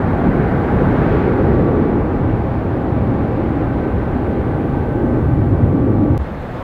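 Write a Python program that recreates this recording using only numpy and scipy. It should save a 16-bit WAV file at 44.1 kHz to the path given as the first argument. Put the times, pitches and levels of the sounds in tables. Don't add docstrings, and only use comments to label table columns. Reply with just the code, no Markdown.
import sys
import numpy as np
from scipy import signal
from scipy.io import wavfile

SR = 44100
rng = np.random.default_rng(int(sys.argv[2]) if len(sys.argv) > 2 else 0)


def unload_audio(sound):
    columns = np.transpose(np.atleast_2d(sound))
    steps = np.round(np.clip(columns, -1, 1) * 32767)
    wavfile.write(sys.argv[1], SR, steps.astype(np.int16))


N = 292381
T = np.arange(N) / SR
CUT_S = 6.178
HUM_HZ = 383.7
CUTOFF_HZ = 15800
GUST_DB = 0.36
BEAM_RISE_S, BEAM_FALL_S = 1.42, 0.5

# low_hz, high_hz
ZONES = [(20, 55), (60, 170), (190, 600), (850, 1450), (2000, 4500)]
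# level_db, fade_db_per_s, beam_s, beam_db
EDDIES = [(-31, -0.06, 1.5, 4.5), (-19.5, 0.23, 1.4, 0.6), (-20.5, 0.05, 1.66, 3.5), (-31.5, 0.79, 1.1, 3),
          (-46, 0.9, 1.26, 5)]
# pitch_hz, relative_db_per_hz
NEAR_COLOUR = [(18.0, -20), (45.0, -1), (115.0, 1.5), (250.0, -0.5), (420.0, -4.5), (630.0, -12.5),
               (830.0, -13.5), (1050.0, -20.5), (1550.0, -22), (2100.0, -30), (2850.0, -41.5),
               (4100.0, -50), (5300.0, -61), (7400.0, -71)]
# pitch_hz, relative_db_per_hz
FAR_COLOUR = [(18.0, -20), (42.0, -9.5), (115.0, -1.5), (180.0, -8.5), (280.0, -2), (660.0, -18.5),
              (840.0, -22), (980.0, -26.5), (1600.0, -33.5), (2200.0, -40), (2850.0, -48), (4200.0, -56.0),
              (5300.0, -66.5), (7400.0, -76)]
# start_s, end_s
RECEDE_S = (1.4, 2.5)
# centre_s, half_length_s, centre_hz, half_width_octaves, change_db
SURGES = [(0.05, 0.1, 55, 0.71, -4), (0.286, 0.077, 220, 0.63, 4.5), (0.88, 0.14, 201, 1.5, 2.4),
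          (1.08, 0.17, 3300, 1.2, 2.5), (1.619, 0.44, 408, 0.38, 3.6), (1.58, .1, 110, .8, 3),
          (1.9, 0.23, 270, 0.58, 1.2), (2.28, .1, 120, 1.2, 2.5), (2.5, 0.44, 360, 0.38, -2),
          (3.03, 0.077, 300, 3.2, 1), (3.353, 0.27, 199, 0.37, 3.5), (4.099, 0.93, 2590, 1.0, 2.4),
          (5.063, 0.19, 372, 0.91, 3), (5.34, 0.22, 111, .85, 7), (5.66, 0.12, 106, .85, 8),
          (5.945, 0.23, 280, 0.65, 5), (6.03, 0.16, 113.4, 0.54, 8)]
# pitch_hz, relative_db_per_hz
APPROACH_COLOUR = [(20.0, -7), (75.0, -1.5), (220.0, -7), (500.0, -11.5), (1050.0, -17.0), (2000.0, -27),
                   (3000.0, -37.5), (4000.0, -43.5), (5200.0, -53), (7000.0, -56.5), (11000.0, -61),
                   (15500.0, -60.0)]
# time_s, level_db
APPROACH = [(6.2, -25), (6.45, -25), (6.63, -23.5)]
# multiple of HUM_HZ, level_db
HUM_PARTIALS = [(1, -46), (2, -46.5), (3, -48), (4, -51.5), (5, -57.5), (6, -60), (7, -67.5), (8, -71),
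                (9, -74), (10, -80)]
# centre_s, half_length_s, multiple of HUM_HZ, lift_db
HUM_SWELLS = [(0.454, .4, 4, 9.5), (0.9, .5, 3, 7.5), (1.75, .3, 3, 11), (3.9, 0.46, 4, 8),
              (5.002, 0.72, 4, 7.5), (6.152, 0.58, 3, 9)]
# pitch_hz, level_db
TONES = [(72, -31.5), (525.4, -38), (806.2, -40), (3222, -74.5), (5402, -89.5)]
# time_s, relative_db
FAINT_HISS = [(0.0, -66.5), (0.9, -64.5), (1.87, -69), (3.41, -68.5), (5.1, -66), (6.1, -68.5)]


def climbing_jet(flicker_db, shimmer_db, level_db):
    far = np.interp(T, RECEDE_S, [0, 1])
    lifts = []
    for eddy, zone in zip(EDDIES, ZONES):
        plain_db = (1 - far) * share_db(NEAR_COLOUR, *zone) + far * share_db(FAR_COLOUR, *zone)
        lifts.append(eddy_level(*eddy) - plain_db)
    lifts = np.array(lifts)

    surge_s, length_s, surge_hz, octaves, surge_db = np.transpose(SURGES)
    surges = bell(T - surge_s[:, None], length_s[:, None])
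    zone_centres = np.log(ZONES).mean(axis=1)
    shimmer = shimmer_db * drift(11)
    out = 0
    for hz, noise in noise_bands(top_hz=7400, count=36):
        weights = np.array([np.interp(np.log(hz), zone_centres, row) for row in np.eye(len(ZONES))])
        colour = (1 - far) * at_hz(NEAR_COLOUR, hz) + far * at_hz(FAR_COLOUR, hz)
        surge = (surge_db * bell(np.log2(hz / surge_hz), octaves)) @ surges
        flicker = flicker_db * drift(8.9)
        out = out + noise * from_db(colour + weights @ lifts + surge + shimmer + flicker)
    return from_db(level_db) * out


def eddy_level(level_db, fade_db_per_s, beam_s, beam_db):
    beam = bell(T - beam_s, np.where(T < beam_s, BEAM_RISE_S, BEAM_FALL_S))
    return level_db - fade_db_per_s * T + beam_db * beam + GUST_DB * drift(5.5)


def approaching_jet(flicker_db, brighten_hz, brighten_db_per_s):
    opening = brighten_db_per_s * np.maximum(T - CUT_S, 0)
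    out = 0
    for hz, noise in noise_bands(top_hz=16400, count=30):
        brighter = opening * bell(np.log2(hz / brighten_hz), 1)
        flicker = flicker_db * drift(9.1)
        out = out + noise * from_db(at_hz(APPROACH_COLOUR, hz) + brighter + flicker)
    return from_db(in_time(APPROACH)[0]) * rms_one(out)


def machine_hum(wander_hz, fade_db, skirt_db):
    lines = [(k * HUM_HZ, db + hum_swell(k)) for k, db in HUM_PARTIALS] + list(TONES)
    return sum(tone(hz, db, wander_hz, fade_db, skirt_db) for hz, db in lines)


def hum_swell(multiple):
    return sum(db * bell(T - s, length_s) for s, length_s, k, db in HUM_SWELLS
               if round(k) == round(multiple))


def tone(hz, level_db, wander_hz, fade_db, skirt_db):
    phase = 2 * np.pi * np.cumsum(hz + wander_hz * drift(4.86)) / SR
    skirt = from_db(skirt_db) * (drift(31) * np.sin(phase) + drift(22) * np.cos(phase))
    strength = np.sqrt(2) * from_db(level_db + fade_db * drift(4.0))
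    return strength * (np.sin(phase) + skirt)


def airy_whine(hz, width_hz, level_db, fade_db):
    whine = rms_one(band(rng.standard_normal(N), hz - width_hz / 2, hz + width_hz / 2))
    return from_db(level_db + fade_db * drift(2.2)) * whine


def faint_hiss(low_hz, offset_db):
    bed = band(rng.standard_normal(N), low_hz, 16500, order=1)
    return from_db(in_time(FAINT_HISS)[0] + offset_db) * rms_one(bed)


def tick(decay_s, level_db):
    return from_db(level_db) * (T >= CUT_S) * np.exp(-np.maximum(T - CUT_S, 0) / decay_s)


def low_bump(hz, rise_s, level_db):
    age = np.maximum(T - CUT_S, 0)
    swell = (age / rise_s * np.exp(1 - age / rise_s)) ** 2
    return from_db(level_db) * swell * np.sin(2 * np.pi * hz * age)


def noise_bands(top_hz, count):
    edges = np.geomspace(120, top_hz + 100, count + 1) - 100
    white = rng.standard_normal((2, N + SR))
    rows = []
    for k, (low, high) in enumerate(zip(edges, edges[1:])):
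        noise = band(white[k % 2], low, high, order=3)[SR:]
        rows.append((np.sqrt(low * high), np.sqrt(high - low) * rms_one(noise)))
    return rows


def drift(rate_hz):
    step = 40
    r = np.exp(-2 * np.pi * rate_hz * step / SR)
    chance = rng.standard_normal(N // step + 2002)
    slow = signal.lfilter([1], [1, -2 * r, r * r], chance)[2000:]
    return np.interp(np.arange(N) / step, np.arange(len(slow)), rms_one(slow))


def band(x, low_hz, high_hz, order=2):
    sos = signal.butter(order, [low_hz, high_hz], "band", fs=SR, output="sos")
    return signal.sosfilt(sos, x)


def share_db(colour, low_hz, high_hz):
    gains = from_db(at_hz(colour, np.arange(low_hz, high_hz)))
    return 10 * np.log10(np.sum(gains ** 2))


def at_hz(points, hz):
    known_hz, values = np.transpose(points)
    return np.interp(np.log(hz), np.log(known_hz), values)


def in_time(rows):
    s, *columns = np.transpose(rows)
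    return [np.interp(T, s, c) for c in columns]


def bell(offset, half_width):
    return np.exp(-(offset / half_width) ** 2)


def from_db(db):
    return 10 ** (np.asarray(db) / 20)


def rms_one(x):
    return x / np.sqrt(np.mean(x ** 2) + 1e-20)


def scene():
    jet = climbing_jet(flicker_db=0.53, shimmer_db=0.11, level_db=0.0)
    hum = machine_hum(wander_hz=0.78, fade_db=1.26, skirt_db=-15)
    whine = airy_whine(hz=824.4, width_hz=65, level_db=-41.0, fade_db=1.5)
    climb = jet + hum + whine + faint_hiss(low_hz=2500, offset_db=2.5)
    stop = np.clip((CUT_S - T) / 0.001, 0, 1)
    approach = approaching_jet(flicker_db=1.2, brighten_hz=8000, brighten_db_per_s=4.0)
    fade_in = np.clip((T - CUT_S) / 0.021, 0, 1)
    cut = tick(decay_s=0.00043, level_db=-17.5) + low_bump(hz=70.4, rise_s=0.03, level_db=-14.0)
    return (climb * stop + approach * fade_in + cut)[None]


def record(dry):
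    ease = np.sin(np.pi / 2 * np.clip(np.minimum(T, T[-1] - T) / 0.002, 0, 1)) ** 2
    low_pass = signal.ellip(12, 0.1, 90, CUTOFF_HZ, fs=SR, output="sos")
    return signal.sosfilt(low_pass, np.clip(dry * ease, -1, 1))


dry = scene()
out = record(dry)
unload_audio(out)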